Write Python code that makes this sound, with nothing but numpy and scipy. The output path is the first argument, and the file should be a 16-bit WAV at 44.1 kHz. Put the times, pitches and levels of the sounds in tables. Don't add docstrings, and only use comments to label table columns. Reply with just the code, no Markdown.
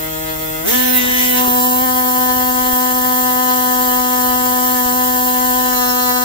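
import sys
import numpy as np
from scipy import signal
from scipy.fft import rfft, irfft, next_fast_len
from scipy.io import wavfile
from scipy.ndimage import uniform_filter1d, map_coordinates

SR = 44100
rng = np.random.default_rng(int(sys.argv[2]) if len(sys.argv) > 2 else 0)


def store_wav(level_fs):
    pcm = np.round(np.clip(np.atleast_2d(level_fs), -1, 1) * 32767)
    wavfile.write(sys.argv[1], SR, pcm.T.astype(np.int16))


N = 275184
TIME = np.arange(N) / SR

# start_s, end_s
MOVES = [(.63, .68), (.7, .76), (.93, 1.0), (1.33, 1.42), (1.76, 1.9), (5.62, 5.76)]


def amp(db):
    return 10 ** (np.asarray(db) / 20)


def unit(x):
    return x / np.sqrt(np.mean(x ** 2))


def along(points, hz):
    point_hz, value = np.transpose(points)
    return np.interp(np.log(hz + 1), np.log(point_hz + 1), value)


def curves(rows):
    s, *columns = np.transpose(rows)
    return [np.interp(TIME, s, column) for column in columns]


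def wobble(knots_per_s):
    coarse_s = TIME[::16]
    knots = rng.standard_normal(int(N * knots_per_s / SR) + 4)
    return np.interp(TIME, coarse_s, map_coordinates(knots, [coarse_s * knots_per_s]))


def filtered(x, response):
    m = next_fast_len(N + SR // 2)
    return irfft(rfft(x, m) * response(np.fft.rfftfreq(m, 1 / SR)), m)[..., :N]


def bands(hz, table):
    return amp(sum(db / (1 + (2 * (hz - centre_hz) / width_hz) ** 2) for centre_hz, width_hz, db in table))


def pair(alike):
    spectra = signal.stft(rng.standard_normal((2, N)), nperseg=512)[2]
    patches = uniform_filter1d(rng.standard_normal(spectra.shape[1:]), size=4, axis=0)
    patches = uniform_filter1d(patches, size=8, axis=1)
    a, b = signal.istft(spectra * amp(1.4 * unit(patches)), nperseg=512)[1][:, :N]
    turn = np.arccos(np.clip(alike, -1, 1)) / 2
    common, differing = np.cos(turn) * a, np.sin(turn) * b
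    return np.array([common + differing, common - differing])


def piston():
    # time_s, strokes_per_s
    full_speed = [(.76, 252), (.95, 252.6), (.99, 249.9), (1.28, 251), (1.38, 249.4), (1.44, 251.4),
                  (1.52, 247.6), (1.78, 251.6), (1.815, 253), (1.843, 259), (1.865, 252.5), (2.1, 251.8),
                  (3.4, 251.6), (4.0, 250.3), (4.76, 250.5), (4.9, 248.6), (4.98, 251.4), (5.44, 250.4),
                  (5.64, 251.7), (5.76, 248.8), (6.24, 249.3)]
    idle_hz, race_middle_s = 157.5, .677
    spin_up_s, settle_s = .016, .021
    jitter, stumble = 0.0026, 0.007

    full_hz, = curves(full_speed)
    time_constant_s = np.where(TIME < race_middle_s, spin_up_s, settle_s)
    opened = 1 / (1 + np.exp((race_middle_s - TIME) / time_constant_s))
    racing = 4 * opened * (1 - opened)
    unsteady = 0.001525 * wobble(25) + (jitter + stumble * racing) * wobble(120)
    stroke_hz = (idle_hz + (full_hz - idle_hz) * opened) * (1 + unsteady)
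    return 2 * np.pi * np.cumsum(stroke_hz) / SR


def buzz(cycle):
    # multiple, left_db, right_db, left_lead_rad
    idling = [(1, -36.0, -36.0, 1.0), (2, -30.0, -36.0, 0.4), (3, -29.0, -34.0, 2.3),
              (4, -29.0, -48.0, 1.9), (5, -38.0, -41.0, -1.7), (6, -34.0, -52.0, -2.2),
              (7, -42.0, -45.0, -2.6), (8, -36.0, -40.0, 2.1), (9, -37.0, -36.0, -3.0),
              (10, -45.0, -49.0, 2.3), (11, -42.0, -42.0, 2.9), (12, -40.0, -38.0, -2.6),
              (13, -38.0, -42.0, -1.5), (14, -46.0, -51.0, -1.5), (15, -69.0, -66.0, -2.3),
              (16, -49.0, -46.0, 0.0), (17, -45.0, -48.0, 0.9), (18, -50.0, -54.0, -0.3),
              (19, -52.0, -56.0, 2.4), (20, -46.0, -54.0, -0.8), (21, -44.0, -51.0, 1.8),
              (22, -42.0, -51.0, 1.7), (23, -48.0, -55.0, 2.7), (24, -52.0, -53.0, 3.0),
              (25, -49.0, -53.0, 0.1), (26, -49.0, -51.0, 2.9), (27, -52.0, -51.0, -2.8),
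              (28, -53.0, -60.0, -2.8), (29, -54.0, -55.0, -2.1), (30, -52.0, -50.0, -2.6),
              (31, -52.0, -54.0, -2.8), (32, -50.0, -54.0, -0.9), (33, -54.0, -59.0, -0.9),
              (34, -54.0, -56.0, -0.7), (35, -52.0, -60.0, 0.3), (36, -55.0, -61.0, -1.8),
              (37, -52.0, -60.0, -0.3), (38, -52.0, -59.0, 0.0), (39, -55.0, -62.0, -2.3),
              (40, -54.0, -57.0, 1.4), (41, -56.0, -68.0, 2.0), (42, -54.0, -62.0, 1.1),
              (43, -56.0, -61.0, -1.4), (44, -54.0, -58.0, -1.8)]
    racing = [(1, -26, -36, 4), (2, -19, -26, 4), (3, -27, -33, 3), (4, -32, -32.5, 2), (5, -43, -61, -2.5),
              (6, -51, -37, 6), (7, -41, -32, -4), (8, -31, -34, 5), (9, -40, -35, -10.5)]
    lifted = [(1, -18.0, -29.0, -0.0), (2, -21.0, -24.0, 2.8), (3, -44.0, -26.0, -2.4),
              (4, -37.0, -27.0, -2.9), (5, -34.0, -36.0, 3.1), (6, -35.0, -34.0, -0.6),
              (7, -34.0, -24.0, -1.9), (8, -57.0, -32.0, 0.2), (9, -45.0, -46.0, -0.5),
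              (10, -43.0, -53.0, -1.0), (11, -37.0, -42.0, -1.4), (12, -37.0, -33.0, 1.2),
              (13, -36.0, -37.0, -0.4), (14, -43.0, -43.0, 1.1), (15, -36.0, -36.0, 2.3),
              (16, -37.0, -42.0, 1.2), (17, -44.0, -44.0, -1.5), (18, -45.0, -47.0, 3.0),
              (19, -50.0, -60.0, -2.8), (20, -44.0, -44.0, -1.6), (21, -43.0, -50.0, 0.1),
              (22, -47.0, -52.0, -0.3), (23, -41.0, -45.0, 0.2), (24, -46.0, -45.0, 0.1)]
    swung = [(1, -20.0, -30.0, -0.2), (2, -26.0, -24.0, 2.5), (3, -31.0, -36.0, 2.3),
             (4, -30.0, -37.0, 1.6), (5, -41.0, -43.0, 2.6), (6, -37.0, -38.0, 2.0),
             (7, -31.0, -32.0, -2.8), (8, -27.0, -26.0, -2.5), (9, -39.0, -40.0, -2.0),
             (10, -56.0, -40.0, -1.7), (11, -31.0, -34.0, 2.7), (12, -30.0, -35.0, -0.7),
             (13, -40.0, -39.0, -2.0), (14, -40.0, -49.0, -0.2), (15, -38.0, -37.0, 1.1),
             (16, -39.0, -44.0, -1.8), (17, -45.0, -56.0, 0.3), (18, -57.0, -59.0, -2.9),
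             (19, -57.0, -55.0, 2.5), (20, -47.0, -48.0, -2.4), (21, -47.0, -48.0, -1.4),
             (22, -54.0, -57.0, -0.8), (23, -53.0, -56.0, -0.1), (24, -54.0, -58.0, 0.1)]
    lowered = [(1, -19.0, -26.0, 0.6), (2, -27.0, -24.0, 1.9), (3, -25.0, -26.0, 0.7),
               (4, -18.0, -22.0, 2.4), (5, -33.0, -38.0, 3.0), (6, -36.0, -35.0, -2.6),
               (7, -31.0, -40.0, 2.2), (8, -41.0, -49.0, -2.7), (9, -44.0, -45.0, 3.0),
               (10, -51.0, -50.0, -1.9), (11, -38.0, -39.0, -3.0), (12, -37.0, -37.0, -3.1),
               (13, -40.0, -40.0, -2.4), (14, -49.0, -48.0, 0.4), (15, -44.0, -44.0, -0.5),
               (16, -39.0, -39.0, -0.2), (17, -46.0, -48.0, -0.1), (18, -53.0, -51.0, 0.2),
               (19, -47.0, -55.0, 2.2), (20, -48.0, -55.0, -2.2), (21, -44.0, -49.0, 0.4),
               (22, -47.0, -50.0, 1.4), (23, -58.0, -56.0, 2.6), (24, -60.0, -62.0, -0.5),
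               (25, -57.0, -62.0, -3.0), (26, -55.0, -59.0, -1.3)]
    working = [(1, -21.0, -28.0, 0.6), (2, -27.0, -26.0, 1.8), (3, -25.0, -26.0, 0.8),
               (4, -18.0, -26.0, 2.4), (5, -30.0, -42.0, 2.1), (6, -33.0, -39.0, -1.8),
               (7, -26.0, -31.0, 2.6), (8, -36.0, -42.0, -2.6), (9, -43.0, -45.0, -2.3),
               (10, -50.0, -50.0, -3.1), (11, -45.0, -43.0, -2.1), (12, -41.0, -38.0, -2.1),
               (13, -46.0, -37.0, -1.7), (14, -43.0, -47.0, -2.9), (15, -48.0, -44.0, -3.1),
               (16, -52.0, -41.0, -1.8), (17, -43.0, -42.0, -1.4), (18, -50.0, -48.0, -0.3),
               (19, -47.0, -49.0, 0.2), (20, -47.0, -49.0, 0.5), (21, -48.0, -54.0, 1.2),
               (22, -45.0, -55.0, 1.8), (23, -47.0, -55.0, 1.9), (24, -53.0, -55.0, -3.1),
               (25, -48.0, -54.0, -1.4), (26, -52.0, -52.0, -2.4), (27, -58.0, -52.0, 3.1),
               (28, -45.0, -60.0, 2.8), (29, -48.0, -51.0, -1.6), (30, -51.0, -59.0, 1.6)]
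    tilted = [(1, -22.0, -30.0, 0.8), (2, -27.0, -26.0, 1.7), (3, -26.0, -27.0, 0.5),
              (4, -18.0, -25.0, 2.6), (5, -27.0, -36.0, 0.1), (6, -31.0, -30.0, -2.0),
              (7, -26.0, -32.0, 2.6), (8, -37.0, -33.0, -2.9), (9, -41.0, -41.0, -3.1),
              (10, -48.0, -48.0, -3.0), (11, -44.0, -43.0, 0.2), (12, -39.0, -39.0, 3.1),
              (13, -43.0, -42.0, -1.7), (14, -39.0, -42.0, -2.5), (15, -47.0, -43.0, -2.5),
              (16, -42.0, -34.0, -0.3), (17, -36.0, -35.0, -1.7), (18, -60.0, -40.0, -1.4),
              (19, -50.0, -41.0, -2.1), (20, -43.0, -40.0, 1.0), (21, -47.0, -47.0, 2.4),
              (22, -35.0, -45.0, 1.8), (23, -38.0, -48.0, 1.2), (24, -46.0, -47.0, -1.8),
              (25, -41.0, -42.0, -2.1), (26, -47.0, -47.0, -3.0), (27, -44.0, -46.0, 3.1),
              (28, -35.0, -45.0, -3.0), (29, -41.0, -49.0, -2.4), (30, -42.0, -57.0, -0.1)]
    # time_s, gain_db
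    fifth = [(2.4, -1.5), (4.2, 3), (4.9, 0.5), (5.2, -8)]
    slow_puff, fast_puff = (-1.0, 1.42, -.36), (.22, -.16, -.36)
    rasp_top, rasp_db, rasp_scatter_db = 63, (-53, -60), 2.5
    uneven_db, uneven_per_s = 0.82, 36
    swing_wander_db, swing_wander_per_s = 3, 9.18

    moved = [np.ones(N)] + [np.interp(TIME, move, [0, 1]) for move in MOVES] + [np.zeros(N)]
    rasp = [(k, *rng.normal(rasp_db, rasp_scatter_db), rng.uniform(-np.pi, np.pi))
            for k in range(len(idling) + 1, rasp_top + 1)]
    holds = (idling + rasp, racing, lifted, swung, lowered, working, tilted)
    swinging, at_work = moved[2] - moved[4], moved[5] - moved[6]
    uneven = amp(uneven_db * wobble(uneven_per_s))
    out = np.zeros((2, N))
    for k in range(1, max(map(len, holds)) + 1):
        gain, leading = np.zeros((2, N)), np.zeros(N)
        for hold, comes, goes in zip(holds, moved, moved[1:]):
            if k <= len(hold):
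                _, left_db, right_db, lead_rad = hold[k - 1]
                gain += np.outer(amp([left_db, right_db]), comes - goes)
                leading += lead_rad * (comes - goes)
        if k == 5:
            gain *= amp(curves(fifth)[0] * at_work)
        if k > 1:
            gain *= uneven
        drift_db = (.1 + .002 * min(k, 24) ** 2) * wobble(2.5)
        drift_db += swing_wander_db * min(k / 6, 1) * swinging * wobble(swing_wander_per_s)
        level_waver = [amp(drift_db + (0.13 + 0.15 * min(k, 24)) * wobble(30)) for side in range(2)]
        phase_waver = [0.041 * min(k, 30) * wobble(22) for side in range(2)]
        slow, fast = (np.polyval(puff, k) % (2 * np.pi) for puff in (slow_puff, fast_puff))
        spread = slow + (fast - slow) * moved[1]
        phase = k * cycle + spread + phase_waver + np.outer([.5, -.5], leading)
        out += gain * level_waver * np.cos(phase)
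    return np.sqrt(2) * out


def exhaust(cycle):
    # time_s, jet_db, hiss_db, flutter_db, whoosh_db
    open_air = [(.7, -16.5, -27.5, -25, -35.5), (.85, -18, -33, -29, -46), (.92, -17, -39, -32, -46),
                (.97, -13, -31, -29, -43), (1.0, -21, -34, -26.5, -36), (1.09, -22.5, -32, -29.5, -35),
                (1.14, -18.5, -32.5, -26, -44), (1.24, -18.5, -27.5, -25, -47), (1.33, -18, -34, -34, -37),
                (1.38, -18, -29, -25, -43), (1.44, -19, -32.5, -32, -33.5), (1.48, -18, -32, -33, -36),
                (1.54, -17.5, -31.5, -32, -46), (1.62, -17, -29, -43, -38), (1.8, -20, -33, -40, -45),
                (2.1, -20, -32.5, -36, -46), (5.62, -20, -31, -36.5, -44), (5.76, -20.5, -32, -41, -46.5)]
    # jet_db, hiss_db, flutter_db, whoosh_db
    idle_air = (-28, -40.5, -43, -51.5)
    # start_s, end_s
    air_opens = (0.638, 0.685)
    # freq_hz, relative_density_db
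    jet = [(5590, -35), (9500, -5), (10800, -5), (12100, 1), (13100, 4), (14300, 2.5), (15100, 5.5),
           (15700, -4.5)]
    hiss = [(2240, -46), (3800, -6.5), (4470, -4), (5280, -3), (6300, -2.5), (6750, -1), (7300, 1),
            (8300, -2), (9290, -10.5), (10800, -23), (11500, -17), (15000, -55), (22000, -120)]
    flutter = [(1100, -17), (1600, -7.5), (2000, 0.5), (2500, -2.5), (3000, -1), (3400, 2.5), (4000, -6),
               (5000, -9.5), (6200, 1.5), (7500, -15)]
    whoosh = [(110, -35), (160, -13), (250, 9.5), (400, -6), (620, -8.5), (900, -3), (1300, 1),
              (1700, -5.5), (2300, -24), (3000, -48)]
    # centre_hz, width_hz, lift_db
    nozzle = [(7430, 300, 4), (12300, 150, 5), (13750, 250, 3), (14300, 200, 3), (14700, 250, 4),
              (15330, 300, 5)]
    # freq_hz, left_minus_right_db
    sides = [(140, 3), (330, 8), (600, 20), (1170, 6), (1790, 3), (2740, -4.5), (4190, -2), (6410, 2),
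             (8300, -1), (9810, 1.5), (12300, -7), (15000, -7.5)]
    # idling_db, swinging_db, working_db
    vent_pan = (2.5, 3, 2.6)
    puff_shapes = [(1.2, 0.89, 0.7), (0.66, 1.6, .2), (0.93, 0.24, 0.36)]
    # freq_hz, gain_db
    trickle = [(1500, 1), (2450, 3.5), (3300, 1), (4400, -6), (6000, -1), (7800, 0), (10000, -1),
               (15000, 0.5)]
    # centre_hz, width_hz, gain_db
    dips = [(2180, 160, -14), (2530, 88, -19), (2430, 130, -16.5), (3600, 110, -15)]

    def by_use(values):
        return np.interp(TIME, [*MOVES[0], *MOVES[3]], np.repeat(values, [1, 2, 1]))

    def paths(hz, lag_ms):
        lag = np.exp(np.outer([0, -2j * np.pi * lag_ms / 1000], hz))
        return amp(np.outer([.5, -.5], along(sides, hz))) * lag

    flow = np.interp(TIME, air_opens, [0, 1])
    levels_db = [idle + (full - idle) * flow for idle, full in zip(idle_air, curves(open_air))]
    depth, delay, sharp = (by_use(column) for column in np.transpose(puff_shapes))
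    pulse = depth * (np.cos(cycle - delay) + sharp * np.cos(2 * (cycle - delay)))
    # spectrum, left and right dB per unit of pulse, left-right likeness, lag_ms
    ranges = [(jet, [[2.7], [1.3]], .4, .267), (hiss, [[2.6], [.8]], .4, .235),
              (flutter, [[2.2], [1.2]], .4, .235), (whoosh, [[1.2], [1.3]], .45, .235)]
    out = np.zeros((2, N))
    for (spectrum, pulse_db, alike, lag_ms), level_db in zip(ranges, levels_db):
        puffs = pair(alike) * amp(pulse_db * pulse)
        air = filtered(puffs, lambda hz: amp(along(spectrum, hz)) * bands(hz, nozzle) * paths(hz, lag_ms))
        air /= np.std(air.mean(axis=0))
        out += amp(level_db + 0.31 * wobble(9.5) + 0.53 * wobble(25)) * air
    out = flow * out + (1 - flow) * filtered(out, lambda hz: amp(along(trickle, hz)))
    dipped = np.interp(TIME, [MOVES[3][1], 1.6], [0, 1])
    out = (1 - dipped) * out + dipped * filtered(out, lambda hz: bands(hz, dips))
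    return out * amp(np.outer([.5, -.5], by_use(vent_pan)))


def shop():
    # freq_hz, relative_density_db
    rumble = [(22, -28), (33, 0.5), (48, -2), (76, -5.5), (108, 1), (129, -2), (150, -10), (200, -4.5),
              (330, -120)]
    # centre_hz, width_hz, level_before_ebb_db
    drone = [(36.8, 2.2, -47), (54.5, 1.7, -49), (70.7, 2.3, -49.5), (106.8, 2.7, -48.5)]
    # start_s,
    # onset_db, pitch_hz
    thumps = [(1.477, -20, 400), (1.51, -30, 110), (1.569, -31, 120), (1.478, -25, 94.2),
              (2.729, -19, 51.1), (4.299, -26, 78.1), (4.858, -22.5, 48.4)]
    start_gain_db, ebb_db_per_s = 0.9, 0.74

    out = amp(-44.5) * unit(filtered(pair(0.88), lambda hz: amp(along(rumble, hz))))
    for tone_hz, width_hz, db in drone:
        tone = filtered(pair(0.81), lambda hz: 1 / (1 + ((hz - tone_hz) / width_hz * 2) ** 2))
        out += amp(db) * unit(tone)
    out *= amp(start_gain_db - ebb_db_per_s * TIME)
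    for start_s, onset_db, pitch_hz in thumps:
        t = np.maximum(TIME - start_s, 0)
        out += amp(onset_db - 60 * t / 0.044) * np.sin(2 * np.pi * pitch_hz * t)
    return out


def scene():
    cycle = piston()
    return buzz(cycle) + exhaust(cycle) + shop()


def record(dry):
    top_hz = 15750
    rounded = dry / (1 + np.abs(dry / 1.05) ** 8) ** (1 / 8)
    return filtered(rounded, lambda hz: hz < top_hz)


dry = scene()
out = record(dry)
store_wav(out)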